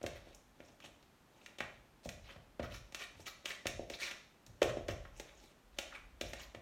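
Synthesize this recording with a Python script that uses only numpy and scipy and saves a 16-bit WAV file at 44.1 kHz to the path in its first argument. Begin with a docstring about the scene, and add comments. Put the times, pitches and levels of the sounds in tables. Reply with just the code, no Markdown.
"""Soft thuds and bright clicks open close together: a fork mashes avocado in a plastic bowl in a tiled kitchen.
Knocks are band-passed impulses: the bowl hits its wooden board, bounces and hums, and the worktop booms in noise.
Clicks are smeared impulses ringing the wall, tines and body; scrapes drive the same modes with gritty friction noise.
Echoes and a banded noise tail stand for the hard surfaces; board rumble and still air lie underneath."""
import sys
import numpy as np
from scipy import signal
from scipy.fft import rfft, irfft
from scipy.io import wavfile

SR = 44100
rng = np.random.default_rng(int(sys.argv[2]) if len(sys.argv) > 2 else 0)


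def generate_wav(sig):
    """Save sig (samples, or channels by samples) to the path in sys.argv[1] as 16-bit PCM at SR."""
    pcm = np.round(np.clip(np.atleast_2d(sig).T, -1, 1) * 32767).astype(np.int16)
    wavfile.write(sys.argv[1], SR, pcm)


N = 291501
HIT_SIZE = 4096  # samples in one blow

# Dull knocks of the bowl: fork landings, a rebound and soft bumps of the board; before the trims in knocks():
# start_s [s], body_db [dB], edge_db [dB re body], boom_db [dB], thud_hz [Hz]
KNOCKS = [(0.013, -52.5, -4.5, -64, 264), (0.038, -38, -11.5, -54, 310), (0.27, -55.5, -9, -83, 295),
          (0.601, -53, -15, -70, 275), (0.84, -60, 0, -71, 188), (1.604, -49.5, 4.5, -61, 203),
          (2.056, -43, -22, -55, 213), (2.36, -55.5, -2, -63.5, 182), (2.595, -36.5, -8.5, -50, 253),
          (3.151, -65, 4, -62.5, 172), (3.195, -58, -6, -73, 347), (3.443, -60, -14, -73, 390),
          (3.655, -39.5, -1.5, -52.5, 283), (3.793, -40.5, -26, -60, 306), (3.901, -45, -20, -78, 332),
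          (4.467, -66.5, 1, -61, 236), (4.618, -26, -12.5, -50, 383), (4.695, -46, 3, -51.5, 358),
          (4.769, -38, -13, -64, 310), (4.886, -38, -4, -48, 310), (5.198, -53, -6, -77, 354),
          (6.211, -41.5, -11, -58, 293), (6.236, -54, -23, -60, 285), (6.546, -49, -9, -61, 292)]
# Tines meeting the bare wall, and one faint squeak at 1.026 s; before the trims in clicks():
# start_s [s], wall_db [dB], tine_db [dB re wall], body_db [dB re wall], spot_hz [Hz]
CLICKS = [(0.029, -60, 5.5, 7, 3200), (0.062, -42, -7, -8, 1700), (0.346, -69, 12, -12, 3290),
          (0.603, -56.5, -17.5, -13, 2200), (0.801, -57.5, -10, -9, 1290), (0.86, -57.5, -7.5, -8, 2940),
          (1.026, -66, -6, -14, 4290), (1.46, -49, -9.5, -25, 2210), (1.584, -49.5, -7, -3.5, 3280),
          (1.6036, -35.5, -18, -7.5, 2150), (2.089, -44.5, -4.5, -15, 2100), (2.628, -52.5, -8.5, 0, 1960),
          (2.922, -56.5, -4, -2.5, 2260), (2.9453, -41, -5.5, -14, 1350), (3.264, -47, -8.5, -12, 2540),
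          (3.4553, -37.5, -8, -13.5, 3160), (3.667, -35, -4.5, -16, 2170), (3.898, -46, -5.5, -7, 2170),
          (4.11, -43.5, -9.5, -11, 2620), (4.463, -62, 3, -28, 3900), (4.6167, -34.5, -12.5, 2.5, 1210),
          (4.627, -34, -7.5, -6, 2760), (4.882, -44, -7, -10, 1890), (5.051, -52.5, -28, -3, 1495),
          (5.197, -47, -3.5, -2.5, 1965), (5.7849, -36, -6.5, -5.5, 3160), (6.21, -38, -7.5, -28, 3400),
          (6.332, -44, -8, -1, 2000), (6.547, -50, -14.5, -33, 2140)]
# Resonances of the bowl's body: pitch_hz [Hz], width_hz [Hz], level_db [relative dB]
BODY_MODES = [(307, 227, -3), (597, 154, 0.5), (827, 93, -3)]
# Resonances of the steel tines: pitch_hz [Hz], width_hz [Hz], level_db [relative dB]
TINE_MODES = [(5490, 810, 2), (6554, 1190, 2), (8370, 2030, -5.5), (10700, 8900, -16), (14000, 4500, -13.5)]


def from_db(db):
    """Turn decibels into an amplitude factor."""
    return 10 ** (np.asarray(db) / 20)


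def rms_one(x):
    """Scale a sound to rms 1."""
    return x / np.sqrt(np.mean(x ** 2) + 1e-20)


def attack_one(x, span_s):
    """Scale a blow so that its first moments have rms 1."""
    return x / np.sqrt(np.mean(x[:int(span_s * SR)] ** 2) + 1e-20)


def at_hz(points, hz, column=1):
    """Read a spectrum on a log-frequency axis."""
    points = np.array(points)
    return np.interp(np.log(np.maximum(hz, 1)), np.log(points[:, 0]), points[:, column])


def add(track, start_s, sound):
    """Mix a sound into a track at a time in seconds."""
    start = max(int(start_s * SR), 0)
    track[start:start + len(sound)] += sound[:max(N - start, 0)]


def band(x, low_hz, high_hz):
    """A gentle band-pass; narrow ones ring like a damped mode."""
    return signal.lfilter(*signal.butter(2, [low_hz, high_hz], "band", fs=SR), x + 1e-18)


def air():
    """Still air: the steady hush of the room, as noise coloured by a fixed spectrum."""
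    # Colour of the hush: pitch_hz [Hz], level_db [relative dB per Hz]
    hush = [(12, -38), (20, -5), (54, -2.5), (245, -1), (427, -6.5), (614, -7.5), (906, -8.5), (3170, -18),
            (4950, -22.5), (6360, -23.5), (10500, -29), (14300, -28), (15500, -37)]
    colour = from_db(at_hz(hush, np.arange(N // 2 + 1) * SR / N))
    return from_db(-67) * rms_one(irfft(rfft(rng.standard_normal(N)) * colour, N))


def board():
    """The board rocks and rumbles after each knock, and while the steadying hand shifts the bowl near the end."""
    rock_db, rock_rise_s, rock_t60_s = -1, 0.072, 1.46  # dB re boom setting
    shift_s, shift_rise_s, shift_db = 5.58, 0.23, -61
    t = np.arange(N) / SR
    power = (from_db(shift_db) * np.clip((t - shift_s) / shift_rise_s, 0, 1)) ** 2
    rocking = (1 - np.exp(-t / rock_rise_s)) * from_db(-60 * t / rock_t60_s)
    for start_s, _, _, boom_db, _ in KNOCKS:
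        add(power, start_s, (from_db(boom_db + rock_db) * rocking) ** 2)
    rumble = rms_one(band(rng.standard_normal(N), low_hz=36.3, high_hz=57.4))
    return np.sqrt(power) * rumble


def kitchen(x, build_s):
    """Hard surfaces return distinct echoes, then a diffuse tail that dies band by band."""
    # Early returns from worktop and tiles: delay_s [s], level_db [dB re direct]
    echoes = [(.0031, -21), (.0056, -13)]
    # Diffuse tail: pitch_hz [Hz], t60_s [s], level_db [relative dB, before band filtering]
    tail = [(60.7, 0.88, -11), (147, 0.89, -8), (326, 0.38, -7), (604, 0.57, -2.5), (990, 0.48, -2),
            (2920, 0.54, -5), (7350, 0.52, -3.5), (15300, 0.12, -0.5)]
    t = np.arange(SR) / SR
    response = np.zeros(SR)
    edges_hz = np.geomspace(40, 17000, 15)
    for low_hz, high_hz in zip(edges_hz, edges_hz[1:]):
        hz = np.sqrt(low_hz * high_hz)
        decay = from_db(-60 * t / at_hz(tail, hz)) * (1 - np.exp(-t / build_s))
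        gain = from_db(at_hz(tail, hz, column=2)) / np.sqrt(np.sum(decay ** 2))
        response += gain * decay * band(rng.standard_normal(SR), low_hz, high_hz)
    for delay_s, level_db in echoes:
        response[int(delay_s * SR)] += from_db(level_db)
    return x + signal.fftconvolve(x, response)[:N]


def worktop(rise_s, t60_s, low_hz, high_hz):
    """The worktop and cupboard take up a blow slowly and boom on."""
    t = np.arange(SR) / SR
    boom = rms_one(band(rng.standard_normal(SR), low_hz, high_hz))
    return attack_one(boom * (1 - np.exp(-t / rise_s)) * from_db(-60 * t / t60_s), span_s=0.13)


def rim_ring():
    """The free rim of the bowl hums on after a knock, as slowly swelling, decaying sines."""
    # Rim tones: pitch_hz [Hz], level_db [dB re knock, before the swell], t60_s [s]
    rim_tones = [(516, -15, 0.35), (579, -6, 0.24), (638, -37, 0.57)]
    t = np.arange(SR // 2) / SR
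    tones = sum(from_db(db - 60 * t / t60_s) * np.sin(2 * np.pi * hz * t) for hz, db, t60_s in rim_tones)
    return tones * (1 - np.exp(-t / 0.018))


def contact(echo, lap_s):
    """One sharp push whose bending waves run round the bowl and return, spreading it in time but not in colour."""
    force = signal.unit_impulse(HIT_SIZE)
    for lap in (rng.uniform(.25, 1, size=4) * lap_s * SR).astype(int):
        loop = np.r_[1, np.zeros(lap), -echo]
        force = signal.lfilter(loop[::-1], loop, force)  # all-pass
    return force


def knocks():
    """Dull blows thud the bowl into the board, with a harder edge, and set rim and worktop going."""
    # The bowl meets the board, then rebounds: delay_s [s], level_db [dB re blow]
    bounces = [(.0012, 0.5), (.0132, -7), (.0262, -14.5), (.0395, -9)]
    bowl, boom = np.zeros(N), np.zeros(N)
    push = signal.unit_impulse(HIT_SIZE)
    for start_s, body_db, edge_db, boom_db, thud_hz in KNOCKS:
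        body = attack_one(band(push, low_hz=491, high_hz=679), span_s=0.0078)  # swells over a few cycles
        thud = attack_one(band(push, thud_hz * 0.73, thud_hz * 1.31), span_s=0.01)
        blow = from_db(body_db) * (from_db(-1) * body - from_db(-5.5) * thud)
        for delay_s, level_db in bounces:
            add(bowl, start_s + delay_s, from_db(level_db) * blow)
        edge = band(contact(echo=0.62, lap_s=0.0018), low_hz=660, high_hz=2600)
        add(bowl, start_s, from_db(body_db + edge_db - 4.5) * attack_one(edge, span_s=0.012))
        add(bowl, start_s, from_db(body_db) * rim_ring())
        add(boom, start_s, from_db(boom_db) * worktop(rise_s=0.0072, t60_s=0.69, low_hz=51, high_hz=127.4))
    return bowl, boom


def wall_modes(tine_db):
    """Modes of the bowl's wall; pulp that mutes the tines also softens the upper ones."""
    # Resonances of the wall: pitch_hz [Hz], width_hz [Hz], level_db [relative dB, before the tilt]
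    wall = [(1265, 510, -5), (1888, 447, -1), (2307, 363, -1), (2920, 770, -0.5), (3657, 520, -5),
            (4260, 795, -5.5)]
    db_per_octave = 0.7 * (tine_db + 8.5)
    return [(hz, width, db + db_per_octave * np.log2(hz / wall[0][0])) for hz, width, db in wall]


def slips(size, per_s, spread_db, smear, catch_db, catch_s):
    """Friction: tiny uneven slips over the hiss of smeared pulp, in clumps as the tines catch and slide."""
    sizes = from_db(spread_db * np.minimum(rng.exponential(1, size), 3))
    signed = sizes * rng.choice([-1, 1], size)
    grains = rms_one(signed * (rng.random(size) < per_s / SR))
    hiss = smear * rng.standard_normal(size)
    grip = np.interp(np.arange(size) / SR / catch_s, np.arange(size), rng.uniform(-0.92, 1, size))
    return (grains + hiss) * from_db(catch_db * grip)


def trim_top(force, cut_hz):
    """A very high, gentle low-pass barely touches the top of each slip."""
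    return signal.lfilter(*signal.butter(1, cut_hz, fs=SR), force)


def travel(force, modes):
    """Moving tines pass the nodes of each mode, so the modes swell and sink one by one; rms 1."""
    node_db, node_s = 5.5, 0.01175  # typical swing; time between swings
    steps = np.arange(len(force)) / SR / node_s
    swings = rng.standard_normal((len(modes), 64))
    out = np.zeros(len(force))
    for k, ((hz, width, db), swing) in enumerate(zip(modes, swings)):
        swell_db = node_db * np.interp(steps, np.arange(len(swing)), swing)
        mode = band(force, hz - width / 2, hz + width / 2)
        out += (-1) ** k * from_db(db + swell_db) * mode
    return rms_one(out)


def drag(length_s, wall_db, tine_db, rise_share):
    """One drag presses harder up to its crest, then lets go; the bowl's body groans even under a light one."""
    ends_db = -15.5  # pressure at both ends, re crest
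    groan_db, groan_follows, middling_db = -60.5, 0.42, -52  # groan follows the stroke in dB per dB
    t = np.arange(3 * HIT_SIZE) / SR
    pressure = from_db(np.interp(t / length_s, [0, rise_share, 1], [ends_db, 0, ends_db])) * (t < length_s)
    force = slips(len(t), per_s=1800, spread_db=2.5, smear=0.32, catch_db=4, catch_s=0.00403)
    force = trim_top(force, cut_hz=0.45 * SR)
    body_db = groan_db + groan_follows * (wall_db - middling_db)
    parts = ((wall_modes(tine_db), wall_db - .3), (TINE_MODES, wall_db + tine_db - .6), (BODY_MODES, body_db))
    return pressure * sum(from_db(db) * travel(force, modes) for modes, db in parts)


def scrapes():
    """Tines stroke the wall through the pulp, with a faint skid around each click, strongest just after it."""
    # Strokes, levels before the trims in drag():
    # crest_s [s], length_s [s], wall_db [dB], tine_db [dB re wall]
    strokes = [(0.162, 0.092, -57, -12.5), (0.287, 0.17, -65.5, -9.5), (0.678, 0.2, -72, -1),
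               (.852, 0.069, -54.5, -9), (1.429, 0.26, -69.5, -5.5), (1.621, .07, -54, -16),
               (2.057, 0.046, -56, -1), (2.301, 0.12, -55.5, -12), (2.649, 0.057, -48, -15.5),
               (2.748, 0.087, -49, -6.5), (3.021, 0.07, -45, -7), (3.206, 0.067, -61.5, -0.5),
               (3.279, 0.045, -44.5, -7.5), (3.506, .11, -44, -8), (3.943, 0.071, -48.5, -6.5),
               (4.029, 0.079, -40.5, -6.5), (4.074, .14, -46, -7), (4.694, .04, -45.5, -12),
               (4.911, 0.061, -48.5, -8.5), (5.18, 0.096, -65.5, 1), (5.293, 0.13, -64, -12),
               (5.44, 0.2, -66, -1.5), (5.852, 0.23, -63, -8), (5.954, 0.087, -49.5, -19.5),
               (6.293, 0.1, -59, -0.5), (6.415, 0.093, -50, -6)]
    skid_db, crest_delay_s, skid_length_s = -22, 0.037, .09  # dB re click
    rise_share = .55  # part of a stroke spent pressing harder
    skids = [(start_s + crest_delay_s, skid_length_s, wall_db + skid_db, tine_db)
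             for start_s, wall_db, tine_db, _, _ in CLICKS]
    out = np.zeros(N)
    for crest_s, length_s, wall_db, tine_db in [*strokes, *skids]:
        add(out, crest_s - rise_share * length_s, drag(length_s, wall_db, tine_db, rise_share))
    return out


def favour(modes, spot_hz, boost_db, octaves):
    """The spot that is struck brings out the modes near its own pitch."""
    return [(hz, width, db + boost_db * np.exp(-(np.log2(hz / spot_hz) / octaves) ** 2))
            for hz, width, db in modes]


def resonate(force, modes, spread_db):
    """Damped resonances of alternating sign, with practically the same strengths at each contact."""
    out = np.zeros(len(force))
    for k, (hz, width, db) in enumerate(modes):
        strength = from_db(db + spread_db * rng.standard_normal())
        out += (-1) ** k * strength * band(force, hz - width / 2, hz + width / 2)
    return out


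def glances(sound):
    """Reflections off the bowl's far side and the hand colour each click anew at about the same power."""
    near_s, far_s, gain = .001, .005, from_db(-11.5)
    out = sound.copy()
    for delay_s in rng.uniform(near_s, far_s, size=3):
        lag = int(delay_s * SR)
        out[lag:] += gain * sound[:-lag]
    return out / np.sqrt(1 + 3 * gain ** 2)


def clicks():
    """Steel on bare plastic: a short dry crack rings the wall, the tines and the bowl's body."""
    out = np.zeros(N)
    for start_s, wall_db, tine_db, body_db, spot_hz in CLICKS:
        force = contact(echo=0.53, lap_s=.0008)
        wall = favour(wall_modes(tine_db), spot_hz, boost_db=6, octaves=0.25)
        parts = ((wall, -.2), (TINE_MODES, tine_db - .5), (BODY_MODES, body_db))
        crack = sum(from_db(db) * attack_one(resonate(force, modes, spread_db=0.07), span_s=0.006)
                    for modes, db in parts)
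        add(out, start_s, from_db(wall_db) * glances(crack))
    return out


def scene():
    """Knocks, clicks and scrapes sound in the kitchen, over the boom of the worktop, the board and still air."""
    bowl, boom = knocks()
    sent = from_db(-1.5) * bowl  # the board shields the room from part of each knock
    in_room = kitchen(sent + clicks() + scrapes(), build_s=0.0015)
    unsent = bowl - sent  # heard directly only
    return (unsent + in_room + boom + board() + air())[None]


def record(dry):
    """A steep low-pass cuts the top."""
    return signal.sosfilt(signal.ellip(10, .2, 70, 15900, fs=SR, output="sos"), dry)


dry = scene()
out = record(dry)
generate_wav(out)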